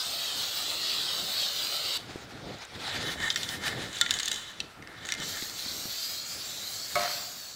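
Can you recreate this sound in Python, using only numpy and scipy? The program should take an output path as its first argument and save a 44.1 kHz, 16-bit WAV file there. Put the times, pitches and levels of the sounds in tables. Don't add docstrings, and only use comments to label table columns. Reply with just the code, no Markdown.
import sys
import numpy as np
from scipy import signal
from scipy.fft import rfft, irfft
from scipy.io import wavfile
from scipy.ndimage import uniform_filter1d

SR = 44100
rng = np.random.default_rng(int(sys.argv[2]) if len(sys.argv) > 2 else 0)


def invert_db(x):
    u = np.asarray(x, float) / 20
    return 10 ** u


def int16_out(signal):
    q = np.round(np.clip(np.atleast_2d(signal).T, -1, 1) * 32767)
    wavfile.write(sys.argv[1], SR, q.astype(np.int16))


N = 332955
TIME = np.arange(N) / SR
FREQ = np.maximum(np.fft.rfftfreq(N, 1 / SR), 1)
TOP_HZ = 15750


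def unit(x):
    return x / np.sqrt(np.mean(x ** 2))


def shape(points, hz_at=FREQ):
    hz, db = np.transpose(points)
    return invert_db(np.interp(np.log(hz_at), np.log(hz), db)) * (hz_at < TOP_HZ)


def coloured_noise(points):
    return unit(irfft(rfft(rng.standard_normal(N)) * shape(points), N))


def bandpass(low_hz, high_hz):
    return signal.butter(2, [low_hz, high_hz], "bandpass", fs=SR, output="sos")


def walk(rate):
    hold = int(SR / 64 / rate) + 1
    steps = np.repeat(rng.standard_normal(N // 64 // hold + 2), hold)
    steps = uniform_filter1d(uniform_filter1d(steps, hold), hold)
    return np.interp(TIME, np.arange(len(steps)) * 64 / SR, steps / steps.std())


def swells(s, peaks_db, fall_s, still_db):
    rise_share, roundness = .8, 1.6
    t = TIME[::64, None] - s
    from_peak = np.where(t < 0, -t / rise_share, t) / fall_s
    db = peaks_db - 10 * from_peak ** roundness
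    power = np.sum(invert_db(db) ** 2, axis=1) + invert_db(still_db) ** 2
    return np.interp(TIME, TIME[::64], 10 * np.log10(power))


def grains(spread_db):
    sizes = uniform_filter1d(invert_db(spread_db * rng.exponential(size=N)), size=12)
    return unit(rng.standard_normal(N) * sizes)


def echoes(hz, sweep, count, longest_s, drift, gain):
    total = np.ones((len(hz), len(sweep)), complex)
    frames = np.linspace(0, N - 1, len(sweep)).astype(int)
    for delay_s in longest_s * rng.uniform(0.1983, 1, size=count):
        path_s = delay_s * sweep * (1 + drift * walk(3.0)[frames])
        total += gain * walk(9.0)[frames] * np.exp(2j * np.pi * np.outer(hz, path_s))
    power = np.abs(total) ** 2
    return np.sqrt(power / uniform_filter1d(power, size=12, axis=0))


def banded(source, colour, bands_hz, levels_db, patch_db, patch_hz, patch_s, peak_hz=None, peak_db=0):
    hz, t, z = signal.stft(source, SR, nperseg=512, noverlap=384)
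    hz = np.maximum(hz, 1)
    gain = shape(colour, hz)
    own_db = [10 * np.log10(np.sum(gain[(hz > a) & (hz < b)] ** 2) / len(hz)) for a, b in bands_hz]
    centres = np.log(np.prod(bands_hz, axis=1)) / 2
    order = np.argsort(centres)
    db = 0
    for k, (level, own) in enumerate(zip(levels_db, own_db)):
        share = np.interp(np.log(hz), centres[order], order == k)
        db = db + np.outer(share, np.interp(t, TIME, level) - own)
    patches = rng.standard_normal(z.shape)
    for axis, size in enumerate([patch_hz / hz[1], patch_s / t[1]]):
        for _ in range(2):
            patches = uniform_filter1d(patches, int(size) + 1, axis=axis)
    db = db + patch_db * (.7 + hz[:, None] / 13000) * patches / patches.std()
    if peak_hz is not None:
        centre_hz = np.interp(t, TIME, peak_hz)
        db = db + peak_db * (np.exp(-((hz[:, None] - centre_hz) / 450) ** 2) - .3)
        sweep = np.sqrt(peak_hz.mean() / centre_hz)
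        z = z * echoes(hz, sweep, count=12, longest_s=.005, drift=.08, gain=.18)
    return signal.istft(z * gain[:, None] * invert_db(db), SR, nperseg=512, noverlap=384)[1][:N]


def read(table, fade_s):
    s, *columns = np.transpose(table)
    gate = np.clip(np.minimum(TIME - s[0], s[-1] - TIME) / fade_s + 1, 0, 1)
    return [np.interp(TIME, s, c) for c in columns], gate


def ring(x, modes):
    out = np.zeros(len(x))
    for hz, db, t60 in modes:
        pole = np.exp(2j * np.pi * hz / SR - np.log(1000) / (t60 * SR))
        out += invert_db(db) * signal.lfilter([1], [1, -pole], x).imag
    return out


def struck(modes, gains_db, t):
    hz, db, t60 = np.array(modes).T[:, :, None]
    sign = rng.choice([-1, 1], size=hz.shape)
    decay = invert_db(db + gains_db[:, None] - 60 * t / t60)
    return np.sum(sign * decay * np.sin(2 * np.pi * hz * t), axis=0)


def add(out, s, x, peak_db):
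    i = int(s * SR)
    out[i:i + len(x)] += (invert_db(peak_db) * x / np.abs(x).max())[:N - i]


# low_hz, high_hz
JET_BANDS = [(2500, 5500), (500, 2000), (6000, 8500), (11000, 15500)]


def spray(table, colour, nozzle_db, ridge_db):
    (jet_db, peak_hz, mist_db), gate = read(table, 0.0029)
    swell_db = jet_db - np.average(jet_db, weights=gate)
    follows = (.2, .3, .3)
    levels_db = [jet_db] + [db + share * swell_db for db, share in zip(nozzle_db, follows)]
    levels_db[-1] = levels_db[-1] + mist_db + 1.2 * walk(14)
    jet = banded(grains(2.64), colour, JET_BANDS, levels_db, 1.5, 380, 0.06, peak_hz, peak_db=ridge_db)
    return gate * invert_db(0.56 * walk(40)) * jet


# pitch_hz, level_db (per Hz)
JET_NEAR = [(150, -50), (250, -23), (683, -12), (949, -17.5), (1210, -13), (2300, -15), (2980, -5.5),
            (4070, -1.5), (4670, -2), (5850, -11), (8130, -10.5), (9670, -22), (14200, -17), (15700, -18)]
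# start_s, level_db, brightest_hz, mist_change_db
FIRST_PASS = [(0, -31, 3600, 0.1), (.064, -35, 3950, 0.1), (.15, -32.5, 4000, 0.1), (.45, -34, 4000, 0.1),
              (.66, -33, 4050, 0.1), (.76, -35.5, 4050, 0.1), (.93, -29.5, 4350, 0.1),
              (1.03, -33, 4100, 0.1), (1.14, -32, 3900, 0.1), (1.235, -36.5, 4000, 0.1),
              (1.27, -34, 3900, 0.1), (1.41, -29.5, 4500, 0.1), (1.54, -34, 4100, 0.1),
              (1.75, -32, 4300, 0.1), (1.975, -32.5, 4100, 0.1)]


def first_pass():
    return spray(FIRST_PASS, JET_NEAR, nozzle_db=(-44.5, -43.5, -47), ridge_db=3.0)


# pitch_hz, level_db (per Hz)
SHOP_AIR = [(18, -33), (30, -12), (52, -10), (81, -27), (401, -25), (549, -27), (1300, -3.5), (1410, -2),
            (1570, -11), (2260, -11), (15700, -38)]


def still_air():
    return invert_db(-55) * coloured_noise(SHOP_AIR)


def room_tail(near):
    t60_s, level_db = 0.4, -16
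    t = TIME[:SR // 2]
    tail = rng.standard_normal(len(t)) * invert_db(-60 * t / t60_s) * (t > .004)
    tail = signal.lfilter([1], [1, -.5], tail)
    return invert_db(level_db) * signal.fftconvolve(near, tail / np.linalg.norm(tail))[:N]


# pitch_hz, level_db (per Hz)
RUMBLE_COLOUR = [(12, -51), (20, -22.5), (97, -0.5), (394, -5.5), (756, -10.5), (1080, -24.5), (1200, -20),
                 (1560, -43), (2640, -120)]
# start_s, level_db, fall_10_db_s
RUBS = [(.9, -55.5, 2.6), (1.22, -50, .05), (2.1, -47, .12), (2.33, -45, .12), (2.48, -38, .09),
        (2.82, -46, .15), (3.04, -40, .15), (3.4, -48, .5), (3.77, -39, .13), (4.0, -48, .2),
        (4.29, -50, .1), (4.48, -58, .1), (4.62, -51, .1), (4.83, -54, .12), (5.0, -53, .15),
        (5.18, -48, .1), (5.31, -47, .07), (5.47, -53, .25), (5.72, -51, .12), (5.87, -50, .05),
        (6.5, -56.5, 1.5), (6.98, -45, .06), (7.3, -57, .6)]
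# start_s, level_db (peak), pitch_hz
THUMPS = [
    (2.154, -25.5, 370),
    (4.825, -38.5, 275),
    (5.196, -33.5, 275),
    (5.421, -31, 296),
    (5.659, -36, 240),
    (5.711, -38, 266),
    (5.851, -33.5, 194),
]


def microphone_rub():
    db = swells(*np.transpose(RUBS), still_db=-62)
    out = invert_db(db + 2.0 * walk(20)) * coloured_noise(RUMBLE_COLOUR)
    t = TIME[:SR // 20]
    for s, peak_db, hz in THUMPS:
        add(out, s + 0.00406, np.sin(2 * np.pi * hz * t) * np.exp(-t * hz * 1.36), peak_db)
    return out


# pitch_hz, level_db (per Hz)
CLOTH = [(180, -18), (300, -15), (582, -10), (746, -1.5), (1070, -9), (1400, -2.5), (2150, -2),
         (2810, -5.5), (3660, 1), (15700, -19.5)]
# low_hz, high_hz
CLOTH_BANDS = [(2500, 5800), (8500, 15500), (500, 1500)]
# start_s, level_db (swish), fall_10_db_s, fine_minus_swish_db, dull_minus_swish_db
STROKES = [(1.99, -50, .06, -12, -7), (2.11, -49, .08, -19, -4), (2.27, -55, .2, -18, -5),
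           (2.37, -49, .05, -20.5, -6), (2.55, -48, .25, -24, -5), (2.77, -49, .1, -16, -4),
           (2.91, -39.5, .11, -17, -3), (2.99, -40, .15, -25, -6), (3.08, -44, .08, -6, -7),
           (3.13, -44, .04, -12, -4), (3.22, -41, .04, -15, -18), (3.31, -39, .02, -13, -15),
           (3.372, -39, .015, -11, -17), (3.42, -43, .1, -8, -12), (3.51, -42, .065, -5, -8),
           (3.67, -37.5, .065, -11, -7), (3.82, -40, .08, -17, -10.5), (3.99, -42, .1, -21, -13),
           (4.19, -43, .15, -25, -27), (4.36, -44, .2, -17, -26), (5.09, -47, .15, -17, -5),
           (5.19, -48, .06, -13, -7), (5.3, -46, .06, -6, -13)]


def moving():
    s, db, fall_s, fine_db, dull_db = np.transpose(STROKES)
    still_db = (-66, -72, -59)
    levels_db = [swells(s, db + r, fall_s, still) for r, still in zip((0, fine_db, dull_db), still_db)]
    cloth = banded(grains(2.6), CLOTH, CLOTH_BANDS, levels_db, 1.48, 800, .03)
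    return invert_db(2.0 * walk(40)) * cloth


# pitch_hz, level_db, t60_s
CAN = [(1400, -8.5, 0.11), (2650, -11, 0.027), (1740, -5, 0.058), (1830, 6.5, 0.039), (1997, -1, 0.043),
       (2110, -8, 0.2), (3060, -5, 0.075), (3474, -2, 0.039), (3590, -8.5, 0.054), (3833, -1, 0.039),
       (4640, -23, 0.036), (5000, -12, .03), (5820, -2.5, 0.03), (6640, 4, 0.026), (7100, 3, .025),
       (7500, 1, 0.025), (8300, -9, 0.02)]
# pitch_hz, level_db, t60_s
CAN_TOP = [(6250, -12, .04), (9200, -10, .018), (10400, -12, .02), (11400, -8, .016), (13200, -11, .018),
           (14400, -15, .012)]
# start_s, level_db (peak), pitch_hz (strongest ring),
# low_minus_peak_db (under 2.5 kHz), treble_minus_peak_db (over 6 kHz)
KNOCKS = [(3.028, -25, 1850, -13, -12), (3.2794, -28, 1800, -3, -10), (3.2018, -24, 1750, -3, -12),
          (3.2297, -26, 1840, -3, -12), (3.302, -16, 5000, -29, -14), (3.3592, -13.5, 3300, -8, -10),
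          (3.4313, -18.5, 3650, -13, -11), (3.6371, -28, 2100, -3, -11), (3.6794, -18, 1740, -5, -12),
          (3.929, -33, 6250, -15, -4), (3.957, -33, 6250, -15, -4), (3.9687, -27, 3850, -15, -12),
          (3.985, -29, 6250, -15, -3), (4.003, -30, 6250, -12, -4), (4.0121, -5.5, 3590, -10.5, -8),
          (4.0617, -20.5, 3500, -5, -20), (4.0924, -25, 1970, -3, -12), (4.1078, -10.5, 3650, -9.5, -4.5),
          (4.139, -18, 6670, -15, -4), (4.2311, -19.5, 6640, -25, -8), (4.257, -21, 6670, -31, -1.5),
          (4.2817, -16.5, 3550, -19, -3), (4.3151, -13.5, 3710, -15, -7), (4.329, -26, 7000, -15, -1.5),
          (4.343, -26, 3700, -15, -4), (4.3593, -25, 1750, -17, -7), (4.8237, -39, 1330, 4, -12),
          (5.0509, -27, 6640, -6, -15), (5.057, -33, 6640, -12, -1.5), (5.069, -33, 6640, -15, -1.5),
          (5.0878, -21.5, 3640, -3, -9), (5.1024, -25, 1750, -9, -16), (5.1213, -16, 5980, -3, -7),
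          (5.1494, -26, 2060, -2.5, -8), (5.2005, -30, 5820, -6, -4), (5.894, -31, 4300, -17, -9)]
DEAD_KNOCKS = [(2.585, -41, 7100, -21, .3), (2.6502, -35, 7100, -21, -1.5), (2.7504, -31, 3090, -14, -21),
               (3.3744, -20, 3800, -10.5, -15), (3.326, -32, 7500, -15, -1.5), (3.345, -29, 5000, -5, -5),
               (3.441, -25, 3300, -15, -12), (3.4896, -18, 5580, -15, -12), (3.6667, -19.5, 1800, -2.5, -9),
               (4.1882, -15, 4640, -24, -14), (4.197, -20, 3540, -5, -6), (4.2, -17, 3700, -10.5, -9),
               (4.2035, -19, 4640, -8, -6), (4.2782, -15, 1780, -14, -15), (4.6028, -15, 2900, -30, -15),
               (4.6048, -27, 2650, -19, -13), (4.114, -21, 1740, -1.5, -9), (5.116, -30, 2000, -2.5, -9),
               (4.8732, -32, 1720, -2.5, -12), (5.1383, -20, 3950, -12, -7),
               (5.4218, -26.5, 4220, -2.5, -6)]
SINGING = [
    (3.303, -20, 3590, -23, -33),
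    (3.361, -23, 1800, -4, -31),
    (4.013, -20, 1403, -5, -20),
    (4.063, -28.5, 1900, -.7, -26),
    (4.109, -30, 2110, -8, -24),
    (4.278, -30.5, 1780, -5, -24),
    (4.602, -27, 2650, -17, -30),
]


def knocks():
    contact_s, mode_scatter = .0003, .02
    out, t = np.zeros(N), TIME[:SR // 4]
    wall = np.array(CAN + CAN_TOP)
    modes_hz, push = wall[:, 0], 1 - np.exp(-t / contact_s)
    registers = [bandpass(1500, 2620), bandpass(3000, 4780), bandpass(6000, 8000)]
    top = bandpass(9500, 15000)
    kinds = (KNOCKS, -3), (DEAD_KNOCKS, -14), (SINGING, 4)
    events = [(*row, ring_db) for rows, ring_db in kinds for row in rows]
    for s, db, hz, low_db, treble_db, ring_db in events:
        noise = push * rng.standard_normal(len(t))
        for sos, share_db, decay_s in zip(registers, (low_db, -2, treble_db), (.0015, .001, .0017)):
            add(out, s, signal.sosfilt(sos, noise * np.exp(-t / decay_s)), db + share_db)
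        add(out, s, signal.sosfilt(top, noise * np.exp(-t / .0006)), db + treble_db - 9)
        register_db = np.where(modes_hz < 2500, low_db, np.where(modes_hz > 6000, treble_db, 0))
        near_db = 15.0 * np.exp(-(np.log(modes_hz / hz) / 0.031) ** 2)
        near_db = near_db + 2.5 * rng.standard_normal(len(wall))
        others = modes_hz != modes_hz[near_db.argmax()]
        spot = wall.copy()
        spot[:, 0] *= 1 + mode_scatter * rng.standard_normal(len(wall)) * others
        add(out, s, push * struck(spot, register_db + near_db, t), db + ring_db)
    return out


# start_s, level_db (middle modes), fall_10_db_s,
# low_minus_middle_db, high_minus_middle_db
ROLLS = [(2.99, -43, .15, -1, -14), (3.09, -39, .06, -3, -17), (3.24, -34.5, .07, 3, -8),
         (3.4, -45, .18, -8, -18), (3.52, -45, .08, 4, -15), (3.67, -41, .08, 5, -18),
         (3.82, -46, .14, 2.5, -14), (3.96, -45, .12, -10, -2), (4.07, -46, .15, -4, -3),
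         (4.2, -42, .2, -4, -3), (4.34, -39, .08, -7, -5), (4.47, -46, .14, -5, -10.5),
         (4.93, -60, .14, 9, -20), (5.02, -53, .08, 3, -15), (5.1, -57, .05, 0.5, 8),
         (5.22, -41, .07, -4, -13), (5.38, -53, .11, 9.5, 3), (5.58, -51, .06, -12, 1.5)]


def rolling():
    s, middle_db, fall_s, low_db, high_db = np.transpose(ROLLS)
    levels_db = [swells(s, middle_db + r, fall_s, -90) for r in (low_db, 0, high_db)]
    ticks = grains(3.4) * invert_db(2.0 * walk(40))
    damped = [(hz, db, 0.79 * t60 * min(1, 4000 / hz)) for hz, db, t60 in CAN]
    groups = damped[2:6], damped[6:11], damped[11:17]
    return sum(invert_db(db) * unit(ring(ticks, modes)) for db, modes in zip(levels_db, groups))


# pitch_hz, level_db (per Hz)
JET_FAR = [(120, -39), (200, -16), (438, -29), (598, -11), (961, -19.5), (1410, -14.5), (2820, -17),
           (4540, -7.5), (7430, 1.5), (9420, -17.5), (11500, -14), (15700, -16.5)]
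# start_s, level_db, brightest_hz, mist_change_db
SQUIRT = [
    (5.216, -41, 3600, -9),
    (5.24, -37, 4080, 0.1),
    (5.33, -33, 4560, 0.1),
    (5.43, -36.5, 4200, 0.1),
    (5.47, -40, 4300, 0.1),
    (5.575, -41, 4300, -1.5),
]
SECOND_PASS = [(5.592, -33, 4100, 0.1), (5.7, -35, 4300, -1.5), (5.87, -38, 4200, 1.5),
               (5.92, -33.5, 4300, 0.1), (6.07, -35, 4650, 2.5), (6.25, -37, 4500, -3),
               (6.3, -37, 4700, 2.5), (6.42, -36.5, 4750, -1), (6.5, -38, 4100, 0.1),
               (6.62, -35.5, 3900, 0.1), (6.7, -38, 4200, 0.1), (6.87, -37, 4650, -1),
               (7.03, -33, 4150, 2.5), (7.18, -33, 4350, 1), (7.3, -38, 4650, 0.1), (7.55, -38, 4300, -1)]


def second_pass():
    table = np.vstack([SQUIRT, SECOND_PASS])
    return spray(table, JET_FAR, nozzle_db=(-53, -44.5, -46.5), ridge_db=6.5)


# pitch_hz, level_db, t60_s
PART = [(393, -18, 0.36), (572, -8, 0.3), (601, -1.5, .45), (700, -1, .45), (722, -9, .25), (930, -15, .1),
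        (1110, -8, .25), (1281, -2.5, .22), (1400, -21, 0.12), (1704, -17, .15), (1830, -14, 0.13),
        (2080, -8, .15), (2214, -1.5, 0.14), (2950, -26, 0.071), (3980, -10, .04), (5400, -9, .04),
        (7400, -12, .04), (9600, -16, .04)]
# start_s, level_db (peak), pitch_hz (centre), tick_db
BLOWS = [
    (6.9554, -21.5, 1240, -20),
    (7.0064, -28, 2070, -26),
    (7.0164, -29, 2170, -23),
    (7.0346, -24, 1730, -25),
    (7.0502, -28, 1840, -28),
    (7.0565, -26, 1700, -30),
    (7.0771, -27, 1620, -30),
    (7.1, -36, 1470, -36),
]
# start_s, level_db (peak), pitch_hz
ROCKING = [
    (7.045, -34, 716),
    (7.05, -42, 545),
    (7.1, -39, 712),
    (7.135, -45, 560),
    (7.152, -47, 703),
    (7.21, -46, 718),
    (7.27, -43, 716),
]


def part():
    out, t = np.zeros(N), TIME[:SR]
    blow_s, blow_db = BLOWS[0][:2]
    add(out, blow_s, (1 - np.exp(-t / .0007)) * struck(PART, np.zeros(len(PART)), t), blow_db + 4.5)
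    add(out, blow_s, rng.standard_normal(len(t)) * np.exp(-t / 0.004), blow_db - 3.5)
    attack_s, t60_s = .006, .14
    rock = (1 - np.exp(-t / attack_s)) * invert_db(-60 * t / t60_s)
    for s, db, hz in ROCKING:
        add(out, s, rock * np.sin(2 * np.pi * hz * t), db)
    for s, db, hz, tick_db in BLOWS:
        noise = rng.standard_normal(len(t)) * np.exp(-t / 0.0019)
        add(out, s, signal.sosfilt(bandpass(.7 * hz, 1.3 * hz), noise), db)
        add(out, s, signal.sosfilt(bandpass(3500, 6500), noise), tick_db)
    return out


def clatter():
    level_db, hold_s, t60_s = -37, .08, .8
    t = TIME - BLOWS[0][0]
    db = level_db - 60 * np.maximum(t - hold_s, 0) / t60_s
    return (t > 0) * invert_db(db) * unit(signal.sosfilt(bandpass(800, 2300), grains(3.0)))


def scene():
    near = first_pass() + knocks() + second_pass() + part() + clatter()
    without_room = microphone_rub() + moving() + rolling()
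    return np.tile(near + room_tail(near) + without_room + still_air(), (2, 1))


def band_limit(x):
    return signal.sosfilt(signal.butter(12, 16640, fs=SR, output="sos"), x)


def record(dry):
    fade_start_s, fade_db_per_s = 7.17, -15
    faded = dry * invert_db(fade_db_per_s * np.maximum(TIME - fade_start_s, 0))
    mix = signal.sosfilt(signal.ellip(8, .2, 60, 16500, fs=SR, output="sos"), faded)
    return band_limit(mix)


dry = scene()
out = record(dry)
int16_out(out)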